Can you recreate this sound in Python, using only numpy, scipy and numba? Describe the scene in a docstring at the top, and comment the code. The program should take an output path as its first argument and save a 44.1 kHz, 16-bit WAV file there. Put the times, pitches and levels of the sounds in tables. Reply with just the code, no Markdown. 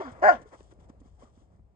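"""A big dog's call falls away, and at once it barks again, close by on a lawn. The bark starts rough,
every second pulse weak, clears at its peak and drops in pitch: vocal-fold pulses and breath are the
source, throat and mouth the filter. Walls, logs and trees scatter it back. Then come soft footfalls
(damped impacts) and swishes of grass (friction), with tiny snaps and squeaks, over a low rumble of air
on a hand-held phone."""
import sys
import numpy as np
from scipy import signal
from scipy.fft import rfft, irfft
from scipy.io import wavfile
from scipy.ndimage import uniform_filter1d
from numba import njit

SR = 44100
rng = np.random.default_rng(int(sys.argv[2]) if len(sys.argv) > 2 else 0)


def store_wav(level_fs):
    """Save 16-bit WAV to argv[1]."""
    pcm = np.round(np.clip(np.atleast_2d(level_fs), -1, 1) * 32767)
    wavfile.write(sys.argv[1], SR, pcm.T.astype(np.int16))


N = 77175
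TIME_S = np.arange(N) / SR

# vibration rate of the vocal folds: time_s, pitch_hz
BARK_PITCH = [(0.217, 335), (0.231, 350), (0.238, 378), (0.245, 404), (0.259, 421), (0.272, 419),
              (0.279, 404), (0.286, 366), (0.303, 351), (0.322, 314), (0.344, 245), (0.368, 212)]
# course of the bark; doubling (0-1) weakens every second pulse, rasp is relative to the voice:
# time_s, level_db, doubling, rasp_db, resonance_scale, opening_db
BARK_CONTOUR = [(0.219, -46, 0.4, -12, 1.2, -8.5), (0.225, -25, 0, -13.5, 1.0, -8.5),
                (0.23, -22, 0.2, -14, .99, -0.5), (0.237, -17.5, 1, -15, 0.99, 2.5),
                (0.256, -15.5, 0.74, -15.5, 1.02, 7), (0.276, -14.5, 1, -13, 1.04, 6),
                (0.285, -15, 0.25, -11, 1.01, 5.5), (0.291, -8.5, 0, -16, 0.93, 1),
                (0.303, -13.5, 0.4, -13.5, .97, 7.5), (0.311, -20, 0, -11, 0.94, 0.5),
                (0.324, -22, 0, -8.5, 0.98, -6), (0.345, -41, 0.45, 0.5, 0.98, 3),
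                (0.37, -49.5, 0.3, 2.5, 0.93, 6.5)]
# fundamental radiated by chest and neck: time_s, level_db
BARK_CHEST = [(0.219, -63.5), (0.226, -34), (0.258, -33), (0.285, -41.5), (0.312, -37.5), (0.33, -43),
              (0.354, -45), (0.375, -60.5)]
# lower (throat) and upper (mouth) formants with the jaws wide: centre_hz, width_hz, gain_db
BARK_THROAT = [(627.5, 161, 13.5), (734.5, 126.6, 12.5), (1020, 170, 2.5)]
BARK_MOUTH = [(1497, 98, 5), (1657, 140, 2), (1862, 90, -5.5), (2033, 53, -11.5)]
# spectrum of air hissing past the teeth: frequency_hz, gain_db
BARK_TEETH = [(2000, -6), (2900, 1), (3550, -13), (4000, -10), (4750, -7), (5200, -5), (5800, -3),
              (6300, -7), (6850, -6), (7400, -10), (8200, -16), (8800, -25)]
# high resonances of the throat and between the closing jaws: centre_hz, width_hz, gain_db
UPPER_THROAT = [(4740, 260, 0), (6850, 330, -4)]
JAW_GAP = [(2900, 1200, 0)]
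# their envelopes; the throat also rings faintly in the previous call: time_s, level_db
UPPER_THROAT_LEVELS = [(0.02, -80), (0.05, -68), (0.1, -88), (0.21, -110), (0.227, -72), (0.25, -54),
                       (0.265, -68), (0.286, -50.5), (0.3, -54), (0.318, -70)]
JAW_GAP_LEVELS = [(0.305, -68), (0.325, -55), (0.348, -59), (0.38, -76)]


def bark():
    """Formant resonance: a call shaped by the wide-open mouth, with breath ringing higher modes."""
    call = dog_voice(BARK_PITCH, BARK_CONTOUR, BARK_CHEST, BARK_THROAT, BARK_MOUTH, BARK_TEETH, -43.5)
    return call + breath_ring(UPPER_THROAT, UPPER_THROAT_LEVELS) + breath_ring(JAW_GAP, JAW_GAP_LEVELS)


# falling pitch of the previous call: time_s, pitch_hz
PREVIOUS_PITCH = [(0.0, 401.2), (0.016, 371.6), (0.03, 316.6), (0.055, 282.2), (0.08, 245.9),
                  (0.108, 240.5)]
# its course: time_s, level_db, doubling, rasp_db, resonance_scale, opening_db
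PREVIOUS_CONTOUR = [(0.0, -42.5, 0.86, 2.5, 0.79, -7), (0.02, -37.5, 0.19, 1, 0.94, -11.5),
                    (0.034, -46, 0.18, 0.5, 0.93, -5.5), (0.057, -49.5, 0.17, 6.5, 0.82, 3.5),
                    (0.08, -47.5, .1, 4.5, 1, -3.5), (0.108, -55, .1, -3.5, 1, 6)]
# its fundamental from chest and neck: time_s, level_db
PREVIOUS_CHEST = [(0.0, -36), (0.013, -33), (0.023, -52), (0.062, -42), (0.095, -44), (0.112, -59.5)]
# formants with the jaws closing: centre_hz, width_hz, gain_db
PREVIOUS_THROAT = [(507, 140, -0.5), (650, 200, 2), (1033, 250, -2.5)]
PREVIOUS_MOUTH = [(1240, 190, 0), (1507.5, 57, 0.5), (1900, 490, -12.5)]
# spectrum of the hiss at the teeth: frequency_hz, gain_db
PREVIOUS_TEETH = [(2000, 1), (2700, -9), (3300, 5), (3900, -8), (4900, -10), (5700, -3.5), (6400, -9.5),
                  (8000, -12), (8800, -21)]


def previous_call():
    """A narrower opening lowers the first formant: the breathy end of a call through closing jaws."""
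    return dog_voice(PREVIOUS_PITCH, PREVIOUS_CONTOUR, PREVIOUS_CHEST,
                     PREVIOUS_THROAT, PREVIOUS_MOUTH, PREVIOUS_TEETH, hiss_db=-35.5)


def dog_voice(pitch, contour, chest, throat, mouth, teeth, hiss_db):
    """Source and filter: vocal-fold pulses and turbulence drive the tract; period doubling roughens it."""
    jitter, shimmer_db, flutter_hz = .011, 1.9, 380
    hiss_growth = .55  # dB per dB of voice; hiss_db is the level for a full-scale call
    level_db, doubling, rasp_db, scale, opening_db = curves(contour)
    pitch_hz = curves(pitch)[0] * (1 + jitter * flutter(flutter_hz))
    phase = 2 * np.pi * np.cumsum(pitch_hz) / SR
    # odd multiples of half the pitch make alternate pulses unequal
    pulses = sum(np.cos(k * phase / 2) * (np.clip(doubling, 0, 1) if k % 2 else 1) for k in range(1, 30))
    pulses *= undb(shimmer_db * flutter(flutter_hz))
    voice = vocal_tract(pulses, throat, mouth, scale, opening_db)
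    rasp = undb(rasp_db) * vocal_tract(puffs(phase, depth=.87), throat, mouth, scale, opening_db)
    hiss = undb(hiss_db + hiss_growth * level_db) * colour(puffs(phase, depth=.053), teeth)
    fundamental = undb(curves(chest)[0]) * np.sqrt(2) * np.sin(phase)
    subharmonic = undb(level_db - 28) * doubling * np.sin(phase / 2)
    from_mouth = undb(level_db) * (voice + rasp) + hiss
    return from_mouth * gate(contour) + (fundamental + subharmonic) * gate(chest)


def vocal_tract(source, throat, mouth, scale, opening_db):
    """Parallel formants and a nasal antiresonance, brighter as the mouth opens; held at unit level."""
    sound = resonate(source, throat, scale) + undb(opening_db) * resonate(source, mouth, scale)
    sound -= bandpass(sound, np.full(N, 1250.), width_hz=88.)  # notch of the nasal side branch
    sound = signal.sosfilt(signal.butter(8, 2200, fs=SR, output="sos"), sound)
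    sound = signal.sosfilt(signal.butter(5, 510, "high", fs=SR, output="sos"), sound)
    power = uniform_filter1d(uniform_filter1d(sound ** 2, size=440), size=330)
    return sound / np.sqrt(power + 1e-12)


def puffs(phase, depth):
    """Amplitude modulation: turbulent airflow swells once in each cycle of the vocal folds."""
    return (1 + depth * np.cos(phase)) * white_noise()


def breath_ring(resonances, levels):
    """Forced resonance: puffs of air at the bark's pitch excite high modes of the airway."""
    phase = 2 * np.pi * np.cumsum(curves(BARK_PITCH)[0]) / SR
    ring = unit(resonate(puffs(phase, depth=1), resonances))
    return ring * undb(curves(levels)[0]) * gate(levels)


# treble-rich scatter from rough logs and walls, and the tail from the trees: frequency_hz, gain_db
WALL_SCATTER = [(2300, 0), (3200, 8), (4200, 5), (6000, 8), (9000, 6), (12000, 0)]
TREE_SCATTER = [(150, -7.5), (400, -0.5), (700, -12.5), (1100, 5.5), (1500, -9), (2000, 6), (3000, -1.5),
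                (6000, -9)]


def yard_echoes(sound, delay_s=.018):
    """Reverberation: dense reflections decay exponentially, fast from walls, more slowly from trees."""
    def tail(spectrum, level_db, t60_s):
        decay = np.exp(-np.log(1000) * TIME_S / t60_s) * (TIME_S > delay_s)
        return undb(level_db) * unit(noise(spectrum) * decay) / np.sqrt(N)

    responses = [tail(WALL_SCATTER, -13.5, t60_s=.115) + tail(TREE_SCATTER, -29, t60_s=.36)
                 for _ in range(2)]
    return np.array([signal.fftconvolve(sound, response)[:N] for response in responses])


# impacts of feet on the lawn: start_s, level_db, pitch_hz, decay_s
FOOTFALLS = [(0.122, -39, 86, 0.0078), (0.415, -47, 282.2, 0.01), (0.456, -44, 426, 0.0092),
             (0.59, -48, 61.2, 0.048), (0.606, -42.5, 397, 0.0026), (0.725, -44, 340, 0.0025),
             (0.787, -52, 170, 0.0061), (0.899, -37.5, 243.3, 0.0027), (1.015, -45, 258.6, 0.0065),
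             (1.057, -43, 230, 0.0027), (1.223, -44, 540, 0.004), (1.226, -63, 73.4, 0.016),
             (1.232, -46.5, 238, 0.0093), (1.375, -44, 230, 0.0022), (1.418, -54.5, 313, 0.0053),
             (1.592, -53.5, 258.8, 0.0036)]


def footfalls(attack_s=.002):
    """Damped oscillation: each impact is a dull, quickly dying thud with a little crunch of grass."""
    steps, crunch = np.zeros(N), .135 * noise(BRUSH_SPECTRUM)
    for start_s, level_db, pitch_hz, decay_s in FOOTFALLS:
        age_s = np.maximum(TIME_S - start_s, 0)
        envelope = np.minimum(age_s / attack_s, 1) * np.exp(-np.maximum(age_s - attack_s, 0) / decay_s)
        steps += undb(level_db) * envelope * (crunch - np.sin(2 * np.pi * pitch_hz * age_s))
    return at_ports(steps)


# swishes of grass and cloth: peak_s, half_length_s, brush_db, crackle_db
SWISHES = [(0.124, 0.0072, -78.5, -70.5), (0.161, 0.071, -53, -79.5), (0.425, 0.0074, -60, -71.5),
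           (0.484, 0.017, -65.5, -74.5), (0.539, 0.014, -50, -72.5), (0.594, 0.017, -69, -77),
           (0.639, 0.073, -74.5, -77.5), (0.718, 0.0067, -61, -73.5), (0.805, 0.0073, -66, -76.5),
           (0.842, 0.015, -67.5, -79.5), (0.898, 0.0061, -60, -74), (1.007, 0.0059, -90, -78),
           (1.07, 0.024, -69.5, -79.5), (1.159, 0.039, -77.5, -85.5), (1.209, 0.011, -65, -75.5),
           (1.235, 0.011, -61.5, -73.5), (1.273, 0.021, -69, -82), (1.388, 0.051, -74.5, -80),
           (1.544, 0.028, -73.5, -90)]
# spectra of their two parts: frequency_hz, gain_db
BRUSH_SPECTRUM = [(120, -21.5), (300, 3), (600, 7.5), (1100, 2), (1500, -5.5), (2100, -10.5), (2900, -28.5),
                  (5000, -36), (9000, -90.5)]
CRACKLE_SPECTRUM = [(800, -52.5), (2000, -18), (3300, 6.5), (4100, -3), (5200, 3), (6500, 4), (8200, 4.5),
                    (9200, -9.5)]


def grass_swishes(grain_s=.0004, grain_db=2.1):
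    """Friction noise: a soft brushing swells and fades with the fine crackle of single blades."""
    brush_gain, crackle_gain = np.zeros(N), np.zeros(N)
    for peak_s, half_length_s, brush_db, crackle_db in SWISHES:
        swell = np.exp(-.5 * ((TIME_S - peak_s) / half_length_s) ** 2)
        brush_gain += undb(brush_db) * swell
        crackle_gain += undb(crackle_db) * swell
    blade = (TIME_S / grain_s).astype(int)

    def crackle():
        grains = white_noise() * undb(grain_db * rng.exponential(size=N)[blade])
        return colour(grains, CRACKLE_SPECTRUM)

    return brush_gain * spread(lambda: noise(BRUSH_SPECTRUM)) + crackle_gain * spread(crackle)


# dry stalks breaking: start_s, level_db, centre_hz
STALK_SNAPS = [(0.197, -59, 6500), (0.417, -59, 7000), (0.584, -64, 5500), (0.605, -57, 3100),
               (0.630, -60, 7800), (0.7145, -58, 1500), (0.737, -66, 7500), (0.896, -64, 6500)]


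def stalk_snaps(decay_s=.0012):
    """Brittle fracture: a stalk gives way with a tiny broadband tick, lower for a thicker stalk."""
    ticks = np.zeros(N)
    for start_s, level_db, centre_hz in STALK_SNAPS:
        envelope = (TIME_S >= start_s) * np.exp(-np.abs(TIME_S - start_s) / decay_s)
        band = resonate(white_noise(), [(centre_hz, .6 * centre_hz, 0)])
        ticks += undb(level_db) * envelope * unit(band)
    return at_ports(ticks)


# wet grass under a sole: peak_s, half_length_s, level_db, pitch_hz, glide_hz_per_s
SQUEAKS = [(1.197, 0.0095, -62.5, 690, -8000), (1.224, 0.0048, -54.5, 1056, 7003),
           (1.242, 0.0063, -72, 1250, -7000), (1.267, 0.017, -67.5, 1220, -1000)]


def grass_squeaks(width_hz=102):
    """Friction-driven resonance: blades rubbed by a sole ring briefly in a narrow, gliding band."""
    squeaks = np.zeros(N)
    for peak_s, half_length_s, level_db, pitch_hz, glide_hz_per_s in SQUEAKS:
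        offset_s = np.clip(TIME_S - peak_s, -6 * half_length_s, 6 * half_length_s)
        glide = np.exp(glide_hz_per_s * offset_s / pitch_hz)
        rub = resonate(white_noise(), [(pitch_hz, width_hz, 0)], glide)
        squeaks += undb(level_db) * np.exp(-.5 * (offset_s / half_length_s) ** 2) * unit(rub)
    return at_ports(squeaks)


# spectra of air on the microphone and of the distant outdoors: frequency_hz, gain_db
RUMBLE_SPECTRUM = [(20, -25), (35, -12), (58, 1), (85, -4.5), (120, -10.5), (200, -17), (400, -66)]
HUSH_SPECTRUM = [(80, -13), (200, -2), (400, -2), (700, -4.5), (1100, -17.5), (1700, -26), (2800, -36),
                 (4200, -39), (6000, -38.5), (8300, -37.5), (9500, -53)]
# their envelopes: time_s, rumble_db, hush_db
AIR_LEVELS = [(0, -59, -62), (0.4, -55, -54), (0.52, -66, -75.5), (0.62, -57.5, -67), (0.7, -58.5, -66.5),
              (0.8, -57, -64.5), (0.92, -59.5, -63), (1.01, -53.5, -67), (1.14, -59, -74),
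              (1.3, -59.5, -70.5), (1.47, -62, -70.5), (1.52, -57.5, -69.5), (1.61, -56.5, -73.5),
              (1.75, -66.5, -71)]


def background_air():
    """Turbulent pressure: air rumbles on the moving phone, over a faint outdoor hush."""
    rumble_db, hush_db = curves(AIR_LEVELS)
    rumble = noise(RUMBLE_SPECTRUM) + .5 * np.array([noise(RUMBLE_SPECTRUM) for _ in range(2)])
    return undb(rumble_db) * rumble + undb(hush_db) * spread(lambda: noise(HUSH_SPECTRUM))


# lag of the left microphone port behind the right: frequency_hz, lag_ms
PORT_LAG = [(250, 0.29), (700, 0.28), (1120, 0.17), (1640, 0.35), (3000, 0.425)]


def at_ports(sound):
    """Time difference of arrival: a sound reaches the left port a little after the right."""
    hz = np.fft.rfftfreq(2 * N, 1 / SR)
    lag_s = np.interp(hz, *np.array(PORT_LAG, float).T) / 1000
    left = irfft(rfft(sound, 2 * N) * np.exp(-2j * np.pi * hz * lag_s))[:N]
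    return np.array([left, sound])


def spread(make_noise, diffuse_db=-4):
    """Partial coherence: direct noise reaches both ports, and a diffuse part differs between them."""
    return at_ports(make_noise()) + undb(diffuse_db) * np.array([make_noise(), make_noise()])


def resonate(source, resonances, scale=1.):
    """Parallel resonances, each two band-passes in cascade; scale multiplies the centre frequencies."""
    sound = np.zeros(N)
    for centre_hz, width_hz, gain_db in resonances:
        track_hz = centre_hz * scale * np.ones(N)
        once = bandpass(source, track_hz, float(width_hz))
        sound += undb(gain_db) * bandpass(once, track_hz, float(width_hz))
    return sound


@njit
def bandpass(x, centre_hz, width_hz):
    """Second-order resonator: a state-variable filter with a moving centre."""
    y, band_state, low_state = np.empty(len(x)), 0., 0.
    for i in range(len(x)):
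        tuning, damping = np.tan(np.pi * centre_hz[i] / SR), width_hz / centre_hz[i]
        band = (band_state + tuning * (x[i] + 1e-18 - low_state)) / (1 + tuning * (tuning + damping))
        band_state, low_state = 2 * band - band_state, low_state + 2 * tuning * band
        y[i] = damping * band
    return y


def undb(db):
    """Decibels as an amplitude ratio."""
    return 10 ** (np.asarray(db) / 20)


def unit(x):
    """Normalisation to unit RMS."""
    return x / np.sqrt(np.mean(x ** 2) + 1e-20)


def curves(table):
    """Linear interpolation of a table's columns over time."""
    times_s, *columns = np.array(table, float).T
    return [np.interp(TIME_S, times_s, column) for column in columns]


def gate(table, fade_s=.003):
    """Time window: one between a table's first and last time, with Gaussian fades outside."""
    outside_s = np.maximum(np.maximum(table[0][0] - TIME_S, TIME_S - table[-1][0]), 0)
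    return np.exp(-(outside_s / fade_s) ** 2)


def frequency_response(spectrum, size):
    """Gain at each bin, interpolated in decibels over log frequency."""
    hz, db = np.array(spectrum, float).T
    return undb(np.interp(np.log(np.fft.rfftfreq(size, 1 / SR) + 1), np.log(hz), db))


def colour(x, spectrum):
    """Spectral shaping, at unit RMS."""
    return unit(irfft(rfft(x) * frequency_response(spectrum, N), N))


def white_noise():
    """Independent Gaussian samples have a flat spectrum."""
    return rng.standard_normal(N)


def noise(spectrum):
    """Filtered white noise, at unit RMS."""
    return colour(white_noise(), spectrum)


def flutter(rate_hz):
    """Random modulation with a spread near one."""
    return np.interp(TIME_S * rate_hz, np.arange(N), white_noise())


def scene():
    """Superposition: the dog and its echoes, steps through the grass, and the air."""
    dog = bark() + previous_call()
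    return (at_ports(dog) + yard_echoes(dog)
            + footfalls() + grass_swishes() + stalk_snaps() + grass_squeaks() + background_air())


# level difference between the microphone ports: frequency_hz, left_minus_right_db
PORT_BALANCE = [(60, 5), (180, -6.5), (310, 0.5), (600, 1.5), (800, -2.5), (1100, 5.5), (1500, 9.5),
                (2870, 11.5), (4990, 9.5), (7000, 2), (8500, -15)]


def record(dry):
    """Microphone response: each port has its own colour; the top and the deepest rumble are cut."""
    left_gain = np.sqrt(frequency_response(PORT_BALANCE, 2 * N))
    heard = irfft(rfft(dry, 2 * N) * np.array([left_gain, 1 / left_gain]))[:, :N]
    heard = signal.sosfilt(signal.butter(3, 30, "high", fs=SR, output="sos"), heard)
    return signal.sosfilt(signal.ellip(8, .2, 70, 8800, fs=SR, output="sos"), heard)


dry = scene()
out = record(dry)
store_wav(out)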